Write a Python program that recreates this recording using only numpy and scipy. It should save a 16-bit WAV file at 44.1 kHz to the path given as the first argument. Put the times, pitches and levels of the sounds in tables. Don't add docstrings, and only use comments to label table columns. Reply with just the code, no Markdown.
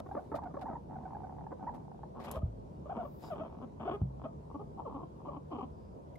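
import sys
import numpy as np
from scipy import signal
from scipy.fft import rfft, irfft
from scipy.io import wavfile
from scipy.ndimage import uniform_filter1d

SR = 44100
rng = np.random.default_rng(int(sys.argv[2]) if len(sys.argv) > 2 else 0)


def generate_wav(sig):
    pcm = np.round(np.clip(np.atleast_2d(sig).T, -1, 1) * 32767).astype(np.int16)
    wavfile.write(sys.argv[1], SR, pcm)


def amplitude_ratio(level_db):
    exponent = np.asarray(level_db, float) / 20
    return 10 ** exponent


N = 272582

TURNS_S = [
    2.1,
    4.4,
]
# frequency in Hz, depth as a share.
FLUTTERS = [
    (860, .24),
    (900, .12),
    (1000, .12),
]


def evened(x):
    return x / np.sqrt(np.mean(x ** 2) + 1e-20)


def read(points, hz, axis=1):
    table = np.array(points, float)
    return np.interp(np.log(hz + 1), np.log(table[:, 0] + 1), table[:, axis])


def add(mix, s, sound):
    part = mix[..., max(round(s * SR), 0):][..., :sound.shape[-1]]
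    part += sound[..., :part.shape[-1]]


def ring(x, hz, width):
    pole = np.exp((2j * np.pi * hz - np.pi * width) / SR)
    return 2 * signal.lfilter([1 - abs(pole)], [1, -pole], x).real


def ring_twice(x, hz, width):
    return ring(ring(x, hz, width), hz, width)


def posture_at(s):
    return np.searchsorted(TURNS_S, s)


def noise(shape, patchy_db, swell_db):
    frames, hz = N // 512 + 5, np.fft.rfftfreq(2048, 1 / SR)
    a, b, patches = rng.standard_normal((frames, 1025, 3)).T
    patches = uniform_filter1d(patches, size=16, axis=0)
    patches = evened(uniform_filter1d(patches, size=6, axis=1))
    swell = evened(uniform_filter1d(rng.standard_normal(frames), size=15))
    gain_db = read(shape, hz)[:, None] + patchy_db * patches + swell_db * swell
    spectra = (a + 1j * b) * amplitude_ratio(gain_db)
    return evened(signal.istft(spectra, nperseg=2048, noverlap=1536)[1][:N])


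def room_tone():
    # frequency in Hz, level in dB per Hz.
    hum_shape = [(15, -49.5), (25, -18), (76, -8), (170, 0), (284, -9.5), (462, -10.5), (711, -18),
                 (814, -25), (932, -19), (1190, -34), (1520, -39), (1880, -45), (5110, -49), (12800, -59),
                 (14200, -79.5)]
    # frequency in Hz, level in dB per Hz.
    air_shape = [(15, -48), (25, -22), (70, -4), (316, -4), (393, 0), (605, -7), (883, -6.5), (1290, -21),
                 (1560, -34.5), (1730, -36), (4970, -43.5), (9250, -47.5), (15900, -75.5)]
    common = amplitude_ratio(-52) * noise(hum_shape, 1.6, .4)
    opposite = amplitude_ratio(-54) * noise(air_shape, 1.8, .4)
    return np.array([common + opposite, common - opposite])


def machinery():
    # frequency in Hz, width in Hz, level in dB.
    drone_bands = [(69.7, 36, -56), (146.2, 11, -58.5)]
    return sum(amplitude_ratio(db) * evened(ring_twice(rng.standard_normal(N), hz, width))
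               for hz, width, db in drone_bands)


def throat(x, s):
    # frequency in Hz, width in Hz, level in dB.
    resonances = [
        [(239, 104, 10), (553, 217, -1.5), (795, 284, -4.5), (1111, 405, -4.5), (1864, 1020, -26),
         (3240, 560, -45)],
        [(225, 53.5, 10.5), (377, 205, 0.5), (650, 298, 1.5), (1117, 350, 0.5), (2240, 1660, -21.5),
         (3350, 880, -25.5)],
        [(225, 180, 6), (398, 455, -3), (775, 433, 2.5), (1131, 248, 4), (2440, 2140, -30.5),
         (3190, 560, -25.5)],
    ]
    # time in seconds, lift in dB.
    mouth_opening = [(0.0, -2), (2.1, -1), (2.15, -6), (2.28, 7.5), (2.41, -3), (2.9, -1.5), (3.3, 3.5),
                     (3.6, -1.5), (3.9, 4), (4.3, -2), (4.6, -2), (4.9, 0), (5.3, 5), (5.5, 9.5)]
    nose_notch = [
        2850,
        1770,
        1480,
    ]
    posture = posture_at(s)
    open_db = np.interp(s, *np.transpose(mouth_opening))
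    tube = 0
    for k, (hz, width, db) in enumerate(resonances[posture]):
        gain = (-1) ** k * amplitude_ratio(db + open_db * (hz > 2000))
        tube = tube + gain * ring_twice(x, hz, width)
    nosed = signal.lfilter(*signal.iirnotch(nose_notch[posture], 2.2, SR), tube)
    return 0.82 * tube + 0.25 * nosed


def note(s, length, start_hz, middle_hz, end_hz, db):
    slope, shimmer, jitter, air = .8, .25, .035, .3
    wobble = rng.standard_normal((2, 4000))
    u = np.linspace(0, 1, round(length * SR))
    hz = np.polyval(np.polyfit([0, .5, 1], [start_hz, middle_hz, end_hz], 2), u)
    pitch_shake, size_shake = [evened(uniform_filter1d(w, size=70))[:len(u)] for w in wobble]
    turns = np.cumsum(hz * (1 + jitter * (450 / hz) ** 1.4 * pitch_shake)) / SR
    folds = sum(np.cos(2 * np.pi * k * turns) / k ** (slope * (hz / 500) ** 1.1) for k in range(1, 15))
    hiss = wobble[1, ::-1][:len(u)]
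    folds = folds + air * 450 / hz * (1 + np.cos(2 * np.pi * turns)) * hiss
    folds = folds * (1 + shimmer * size_shake) * signal.windows.tukey(len(u), .5)
    sound = evened(throat(np.pad(folds, (0, 400)), s))
    return amplitude_ratio(db) * sound * np.minimum(1, np.arange(len(u) + 400)[::-1] / 250)


def swelling(s, length, top, db, rate):
    slack_rate = .7 * rate
    return [(s, db - 18.5, slack_rate), (s + top * length, db, rate), (s + length, db - 23.5, slack_rate)]


def holding(s, length, db, rate):
    edge, end_rate = .2 * length, .85 * rate
    return [(s, db - 3.5, rate), (s + edge, db, rate),
            (s + length - edge, db, end_rate), (s + length, db - 4.5, end_rate)]


def creak(rows):
    # time in seconds, share of air.
    breathiness = [(0, .65), (2.1, 1.1), (2.15, 0.97), (2.3, 3.1), (2.8, 1.3), (3.2, 1.6), (3.35, .8),
                   (3.8, 1.2), (4.2, 0.77), (5.5, 1.8)]
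    s, effort_db, rate = np.transpose(rows)
    start, shiver_s, shiver_rise_s = s[0], .003, .00081
    chance = rng.standard_normal((80, 3))
    t = np.arange(start, s[-1] + 0.024, 1 / SR)
    pulse_rate = np.interp(t, s, rate)
    cycles = np.cumsum(pulse_rate * (t < s[-1])) / SR
    gaps = np.exp(.22 * chance[:, 0])
    sizes = amplitude_ratio(2 * chance[:, 1])
    at = np.searchsorted(cycles, np.cumsum(gaps) - .9)
    slaps, after = np.zeros(len(t) + 400), np.arange(400) / SR
    fade = np.exp(-after / shiver_s) * (1 - np.exp(-after / shiver_rise_s))
    flutter_hz, depth = FLUTTERS[posture_at(start)]
    for place, size, detune in zip(at[at < len(t)], sizes, chance[:, 2]):
        hz = flutter_hz * (1 + .08 * detune)
        slaps[place:place + 400] += size * depth * np.sin(2 * np.pi * hz * after) * fade
        slaps[place:place + 14] += size / 3 * np.hanning(16)[1:-1]
    breath = uniform_filter1d(abs(slaps), size=250) * rng.standard_normal(SR)[:len(slaps)]
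    share = np.interp(start, *np.transpose(breathiness))
    drive = (evened(slaps) + share * evened(breath))[:len(t)] / np.sqrt(pulse_rate)
    end_fade = np.minimum(1, (t[-1] - t) / .01)
    return start, amplitude_ratio(np.interp(t, s, effort_db)) * evened(throat(drive, start)) * end_fade


def voice():
    # start in seconds, length in seconds, middle pitch in Hz, bend as share of pitch, level in dB.
    arch_notes = [(0.059, 0.014, 377, 0.044, -49), (0.314, 0.015, 456, 0.42, -41),
                  (0.339, 0.013, 622, 0.12, -36), (.355, 0.015, 705, 0.11, -44),
                  (0.501, .018, 608, .1, -55.5), (0.747, 0.024, 954, 0.19, -45),
                  (1.144, 0.017, 825, 0.083, -44), (1.235, 0.019, 767, 0.13, -48),
                  (1.463, 0.0092, 857, 0.082, -46), (1.522, 0.012, 529, 0.31, -44.5),
                  (1.662, 0.041, 985, 0.36, -40.5), (2.03, 0.0091, 858, .115, -47),
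                  (2.344, 0.014, 537, 0.088, -46.5), (2.361, 0.017, 650, 0.29, -40.5),
                  (2.853, 0.021, 601, 0.11, -50.5), (2.888, .048, 809, 0.37, -41.5),
                  (3.394, 0.019, 313.4, 0.1, -44.5), (3.873, 0.019, 745, 0.26, -36.5),
                  (3.926, .042, 415, 0.063, -41), (4.587, 0.039, 406, 0.077, -48.5),
                  (5.026, 0.016, 341.4, 0.05, -47)]
    sag_notes = [(0.087, 0.0065, 716, .03, -52), (0.451, 0.027, 705, 0.18, -44.5),
                 (0.565, 0.012, 565, 0.03, -40.5), (1.603, 0.023, 748, 0.044, -53.5),
                 (2.416, .012, 625, 0.061, -51), (3.406, 0.0243, 641, .03, -41.5),
                 (3.618, 0.034, 255.3, 0.25, -46.5), (4.235, 0.023, 259.7, 0.19, -45),
                 (4.249, .02, 633, 0.01, -42), (4.267, .025, 621, .01, -56),
                 (4.539, 0.029, 290.4, 0.073, -44), (4.937, 0.0406, 271.3, 0.12, -44),
                 (5.268, 0.0081, 283, 0.012, -47), (5.36, 0.0184, 294.5, 0.11, -46),
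                 (5.62, 0.0284, 243.7, 0.29, -44)]
    rise_notes = [(0.0, 0.0073, 630, .05, -44), (0.109, 0.015, 795, 0.052, -43),
                  (0.176, 0.024, 725, 0.11, -45.5), (0.38, 0.014, 884, 0.29, -43.5),
                  (0.537, 0.0245, 396, .2, -45.5), (0.651, .025, 905, 0.14, -44.5),
                  (3.846, 0.032, 397, 0.27, -42.5), (3.907, .024, 339, .25, -40),
                  (2.985, 0.01, 700, .1, -42.5)]
    fall_notes = [(0.147, 0.0096, 435, 0.23, -40.5), (0.163, 0.018, 591, 0.11, -38),
                  (0.424, 0.011, 818, 0.063, -47.5), (0.61, 0.029, 744, 0.26, -45.5),
                  (0.675, 0.023, 771, 0.25, -44.5), (0.705, 0.025, 640, 0.043, -47),
                  (0.951, 0.022, 759, 0.19, -47), (1.05, 0.019, 754, .06, -46),
                  (1.513, 0.014, 359, 0.33, -47), (2.994, .027, 699.5, 0.14, -39.5),
                  (5.541, .03, 249.5, .1, -44), (3.046, 0.019, 567, 0.055, -46),
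                  (3.296, 0.053, 644, 0.31, -40.5), (3.89, 0.011, 338, 0.46, -39.5),
                  (4.846, 0.046, 498, 0.41, -44), (5.28, 0.02, 572, 0.17, -43),
                  (5.507, 0.037, 310.6, 0.47, -43), (5.579, 0.025, 402, 0.18, -44)]
    contours = [
        (-1, -1),
        (1, 1),
        (-1.2, .8),
        (1, -.25),
    ]
    # start in seconds, length in seconds, place of the top 0-1,
    # top effort in dB, top rate in pulses per second.
    swell_creaks = [(0.04, 0.22, 0.6, -47.5, 154), (0.311, 0.08, 0.66, -35.5, 185),
                    (0.417, 0.077, 0.12, -36, 165), (0.585, .2, 0.69, -35, 155),
                    (0.881, 0.12, 0.21, -45, 123), (1.507, 0.028, 0.13, -47, 190),
                    (1.584, 0.096, 0.33, -39.5, 108), (1.661, 0.2, 0.44, -47.5, 114),
                    (2.323, 0.07, 0.5, -35, 190), (2.869, 0.23, .55, -39.5, 155),
                    (4.003, 0.022, 0.91, -50, 159), (4.239, 0.035, 0.26, -32, 216),
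                    (4.772, 0.0437, 0.7, -40, 170)]
    # start in seconds, length in seconds, effort in dB, pulses per second.
    hold_creaks = [(0.232, 0.0405, -62.5, 76), (.98, 0.23, -56, 170), (1.201, .25, -58, 162),
                   (3.798, 0.046, -45, 200), (2.149, 0.095, -49.5, 153), (2.244, 0.018, -50, 190),
                   (2.269, 0.0264, -45.5, 220), (2.303, 0.0157, -46.5, 237), (3.222, 0.081, -51.5, 136),
                   (3.33, 0.15, -51, 150), (3.468, 0.17, -60.5, 123), (4.861, .185, -54, 140),
                   (5.251, 0.036, -49, 175), (5.3, 0.082, -54, 139), (5.505, 0.14, -45.5, 175),
                   (3.845, 0.11, -46.5, 160)]
    clear, rough, busy = np.zeros((3, N))
    for notes, (first, last) in zip([arch_notes, sag_notes, rise_notes, fall_notes], contours):
        for s, length, hz, bend, db in notes:
            add(clear, s, note(s, length, hz * (1 + first * bend), hz, hz * (1 + last * bend), db))
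            add(busy, s, np.ones(round(length * SR)))
    for rows in [swelling(*row) for row in swell_creaks] + [holding(*row) for row in hold_creaks]:
        add(rough, *creak(rows))
    return clear + rough * amplitude_ratio(-18 * uniform_filter1d(np.minimum(busy, 1), size=200))


def scuffs():
    # start in seconds, length in seconds, level in dB, brightness 0-1, left minus right in dB.
    brushes = [(0.0, 0.0058, -53, 0.62, 4.5), (0.015, 0.48, -81.5, 0.68, 7), (0.349, 0.036, -59, 0.6, 6),
               (0.435, 0.013, -70, 0.52, 13), (0.593, 0.007, -73, 0.53, 16), (0.61, 0.03, -61, 0.51, 6),
               (1.737, 0.041, -72, 0.65, 9), (2.194, 0.058, -61.5, 0.51, 2), (2.236, 0.045, -58, 0.61, 1),
               (2.279, 0.026, -64, 0.62, 3), (2.313, 0.0045, -42.5, 1.1, 1.5), (2.314, 0.018, -56, 0.9, 2),
               (2.324, 0.077, -65.5, 0.7, 3), (3.187, 0.19, -71.5, 0.71, 5.5), (3.003, 0.45, -86, 0.7, 8),
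               (3.93, 0.044, -83, 1.0, -3), (6.154, 0.012, -71, 0.75, 6)]
    # frequency in Hz, level in dB per Hz.
    dull_shape = [(1060, -4), (1800, 1), (3290, -9), (3600, -7.5), (5400, -12), (5970, -19), (13200, -24.5),
                  (14600, -40.5)]
    # frequency in Hz, level in dB per Hz.
    crisp_shape = [(2060, -46), (3500, -29.5), (5050, -27.5), (5650, -23), (6100, -8.5), (9850, -4.5),
                   (11500, 6.5), (15800, -2)]
    out = np.zeros((2, N))
    for s, length, db, bright, pan_db in brushes:
        count = round(length * SR)
        hz, bright = np.fft.rfftfreq(count, 1 / SR), min(bright, 1)
        a, b, grain = rng.standard_normal((3, SR // 2))[:, :count]
        colour = amplitude_ratio((2.5 - bright) * read(dull_shape, hz) + bright * read(crisp_shape, hz))
        spread = 1.48 - bright
        hiss = evened(irfft(rfft([a + spread * b, a - spread * b]) * colour, count))
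        graininess = amplitude_ratio(2.0 * evened(uniform_filter1d(grain, size=60)))
        shape = np.sin(np.pi * np.linspace(0, 1, count) ** .6) * graininess
        add(out, s, amplitude_ratio(db + np.array([[pan_db], [-pan_db]]) / 2) * hiss * shape)
    return out


def pips():
    # time in seconds, peak level in dB, pitch in Hz.
    purr_pips = [(0.987, -39, 754), (1.003, -50.5, 729), (1.036, -42.5, 733), (1.079, -43, 867),
                 (1.089, -46, 824), (1.107, -43.5, 950), (1.123, -41, 880), (1.133, -37.5, 814),
                 (1.169, -38, 794), (1.185, -43, 764), (1.205, -40, 810), (1.22, -42.5, 784),
                 (1.235, -40.5, 712), (1.27, -42, 780), (1.296, -40, 775), (1.308, -45, 775),
                 (1.325, -41, 760), (1.338, -52, 770), (1.366, -45.5, 775), (1.385, -39.5, 814),
                 (1.392, -43, 804), (1.41, -42, 818), (1.417, -42, 751), (1.441, -42, 775),
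                 (1.852, -47.5, 708), (1.881, -43.5, 805), (1.917, -42, 777), (1.946, -45.5, 770),
                 (1.992, -46.5, 797)]
    rise_s, fall_s = 0.001135, 0.0017
    t, out = np.arange(900) / SR, np.zeros(N)
    shape = (1 - np.exp(-t / rise_s)) ** 2 * np.exp(-t / fall_s)
    shape = shape / shape.max()
    for s, db, hz in purr_pips:
        tone = np.sin(2 * np.pi * (hz * t + rng.random()))
        air = evened(ring(rng.standard_normal(900), 2 * hz, 600))
        add(out, s - rise_s, amplitude_ratio(db) * shape * (tone + amplitude_ratio(-25) * air))
    return signal.lfilter(*signal.butter(4, 1900, fs=SR), out)


def thumps():
    # time in seconds, blow in dB, pitch factor, extra dB of the modes under 100 Hz.
    blows = [
        (2.366, -37.5, 0.64, 11),
        (2.431, -25.5, 0.75, 8),
        (4.0151, -21.5, 0.9, 4),
    ]
    # frequency in Hz, level in dB, time to fall 60 dB in seconds.
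    board_modes = [(68.5, -10, 0.76), (99.96, 14.5, 0.06), (147, 0.5, 0.49), (195.5, 4, 0.14)]
    t, out = np.arange(SR // 2) / SR, np.zeros(N)
    sagging = t + 0.25 * 0.0079 * (1 - np.exp(-t / 0.0069))
    for s, blow_db, pitch, low_db in blows:
        boards = sum(amplitude_ratio(db + low_db * (hz < 100) - 60 * t / t60) * np.sin(-2 * np.pi * hz * pitch * sagging)
                     for hz, db, t60 in board_modes)
        add(out, s, amplitude_ratio(blow_db - 9.0) * boards * (1 - np.exp(-t / 0.005)))
    return signal.lfilter(*signal.butter(2, 45, "high", fs=SR), out)


def sniffs_and_fur():
    # start in seconds, length in seconds, level in dB, extra dB of side bands,
    # of top bands.
    hiss_rows = [
        (3.017, .34, -89.5, -6, 10.5),
        (3.213, 0.094, -68.5, -2, -19),
        (5.701, .29, -87, -12, -27),
    ]
    # frequency in Hz, width in Hz, level in dB,
    # group (0 main, 1 side, 2 top).
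    hiss_bands = [(4900, 700, 1.5, 0), (3840, 620, -2, 1), (6960, 750, -4, 1), (13500, 2000, 1.5, 2),
                  (15550, 400, -8, 2)]
    out = np.zeros((2, N))
    for s, length, db, side_db, top_db in hiss_rows:
        air = rng.standard_normal((2, SR // 2))[:, :round(length * SR)]
        air = air + 0.34 * air[::-1]
        group_db = [0, side_db, top_db]
        hiss = sum(amplitude_ratio(band_db + group_db[round(group)]) * evened(ring_twice(air, hz, width))
                   for hz, width, band_db, group in hiss_bands)
        add(out, s, amplitude_ratio(db) * hiss * np.sin(np.pi * np.linspace(0, 1, air.shape[1])) ** 0.61)
    return out


def knocks():
    # time in seconds, peak level in dB.
    lone_slaps = [(3.359, -37), (3.371, -40), (3.384, -37.5), (3.436, -38.5), (3.451, -36.5),
                  (3.463, -39.5), (3.481, -42), (3.5, -47.5), (3.516, -49), (3.528, -42), (3.55, -44.5),
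                  (3.57, -46), (3.588, -44.5), (3.603, -46.5), (3.617, -38.5), (4.198, -44), (4.218, -37.5),
                  (4.502, -42), (4.514, -40), (4.82, -43), (4.898, -37), (4.912, -40.5), (4.926, -39.5),
                  (4.98, -43), (4.993, -39.5), (5.007, -38), (5.018, -38.5), (5.204, -44), (5.218, -42.5),
                  (5.309, -38.5), (5.321, -42), (5.334, -43), (5.348, -37)]
    t, out = np.arange(700) / SR, np.zeros(N)
    for s, db in lone_slaps:
        hz = FLUTTERS[posture_at(s)][0] * rng.uniform(.9, 1.1)
        shiver_and_puff = .3 * np.sin(2 * np.pi * hz * t) + .25 * rng.standard_normal(700)
        slap = np.pad(np.hanning(14), (0, 686))
        sound = throat(shiver_and_puff * np.exp(-t / .002) + slap, s) * np.hanning(1400)[700:]
        add(out, s - .001, amplitude_ratio(db) * sound / abs(sound).max())
    return out


def claw_tap():
    # time in seconds, frequency in Hz, width in Hz, level in dB.
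    wood_tap = (6.156, 2100, 160, -66)
    out = np.zeros((2, N))
    s, hz, width, db = wood_tap
    blow = np.pad(np.ones(3), (0, 600))
    add(out, s, amplitude_ratio(db) * evened(ring_twice(blow, hz, width))[None])
    return out


def ports(x):
    # frequency in Hz, right port's lead in radians, left minus right in dB.
    port_paths = [
        [(258, -0.0, 1), (430, -1.4, 2), (602, -1.8, 0), (775, 0.7, -5), (947, -0.3, -1), (1205, 0.2, 0),
         (1636, -0.1, 2), (2325, -0.6, 0), (3100, -1.8, 4)],
        [(258, 0.1, 0), (430, -0.2, 0), (602, -0.3, 2), (775, -1.2, 2), (947, 0.4, 4), (1205, -0.6, 3),
         (1636, 1.3, 2), (2325, 4.3, -2), (3100, 3.7, 14)],
        [(258, -0.0, 1), (430, -0.4, 0), (602, -2.0, 4), (775, -0.5, 4), (947, -0.3, 6), (1205, 0.7, -1),
         (1636, 1.8, 2), (2325, 4.9, 3), (3100, 2.7, 9)],
    ]
    hz, out = np.fft.rfftfreq(N, 1 / SR), np.zeros((2, N))
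    posture = posture_at(np.arange(N) / SR)
    for k, path in enumerate(port_paths):
        half = amplitude_ratio(read(path, hz, axis=2) / 2) * np.exp(-1j * read(path, hz) / 2)
        out += irfft(rfft(x * (posture == k)) * np.array([half, 1 / half]), N)
    return out


def reflections(x):
    t60, wet_db, top_hz = 0.15, -17, 1500
    taps = np.zeros((2, SR // 2))
    at = np.arange(200, SR // 2 - 20, 20) + rng.integers(0, 20, (2, (SR // 2 - 201) // 20))
    np.put_along_axis(taps, at, rng.choice([-1., 1.], at.shape), 1)
    decay = amplitude_ratio(-60 * np.arange(SR // 2) / SR / t60)
    tail = signal.lfilter(*signal.butter(1, top_hz, fs=SR), taps * decay)
    return amplitude_ratio(wet_db) * signal.fftconvolve(x[None], tail / np.linalg.norm(tail[0]), axes=1)[:, :N]


def scene():
    pig = voice() + pips() + knocks()
    animal = ports(pig) + reflections(pig) + sniffs_and_fur()
    contact = scuffs() + thumps() + claw_tap()
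    return animal + contact + machinery() + room_tone()


def roll_off(x):
    return signal.sosfilt(signal.butter(12, 16030, fs=SR, output="sos"), x)


def record(dry):
    mix = signal.lfilter(*signal.butter(3, 42, "high", fs=SR), dry)
    return roll_off(mix)


dry = scene()
out = record(dry)
generate_wav(out)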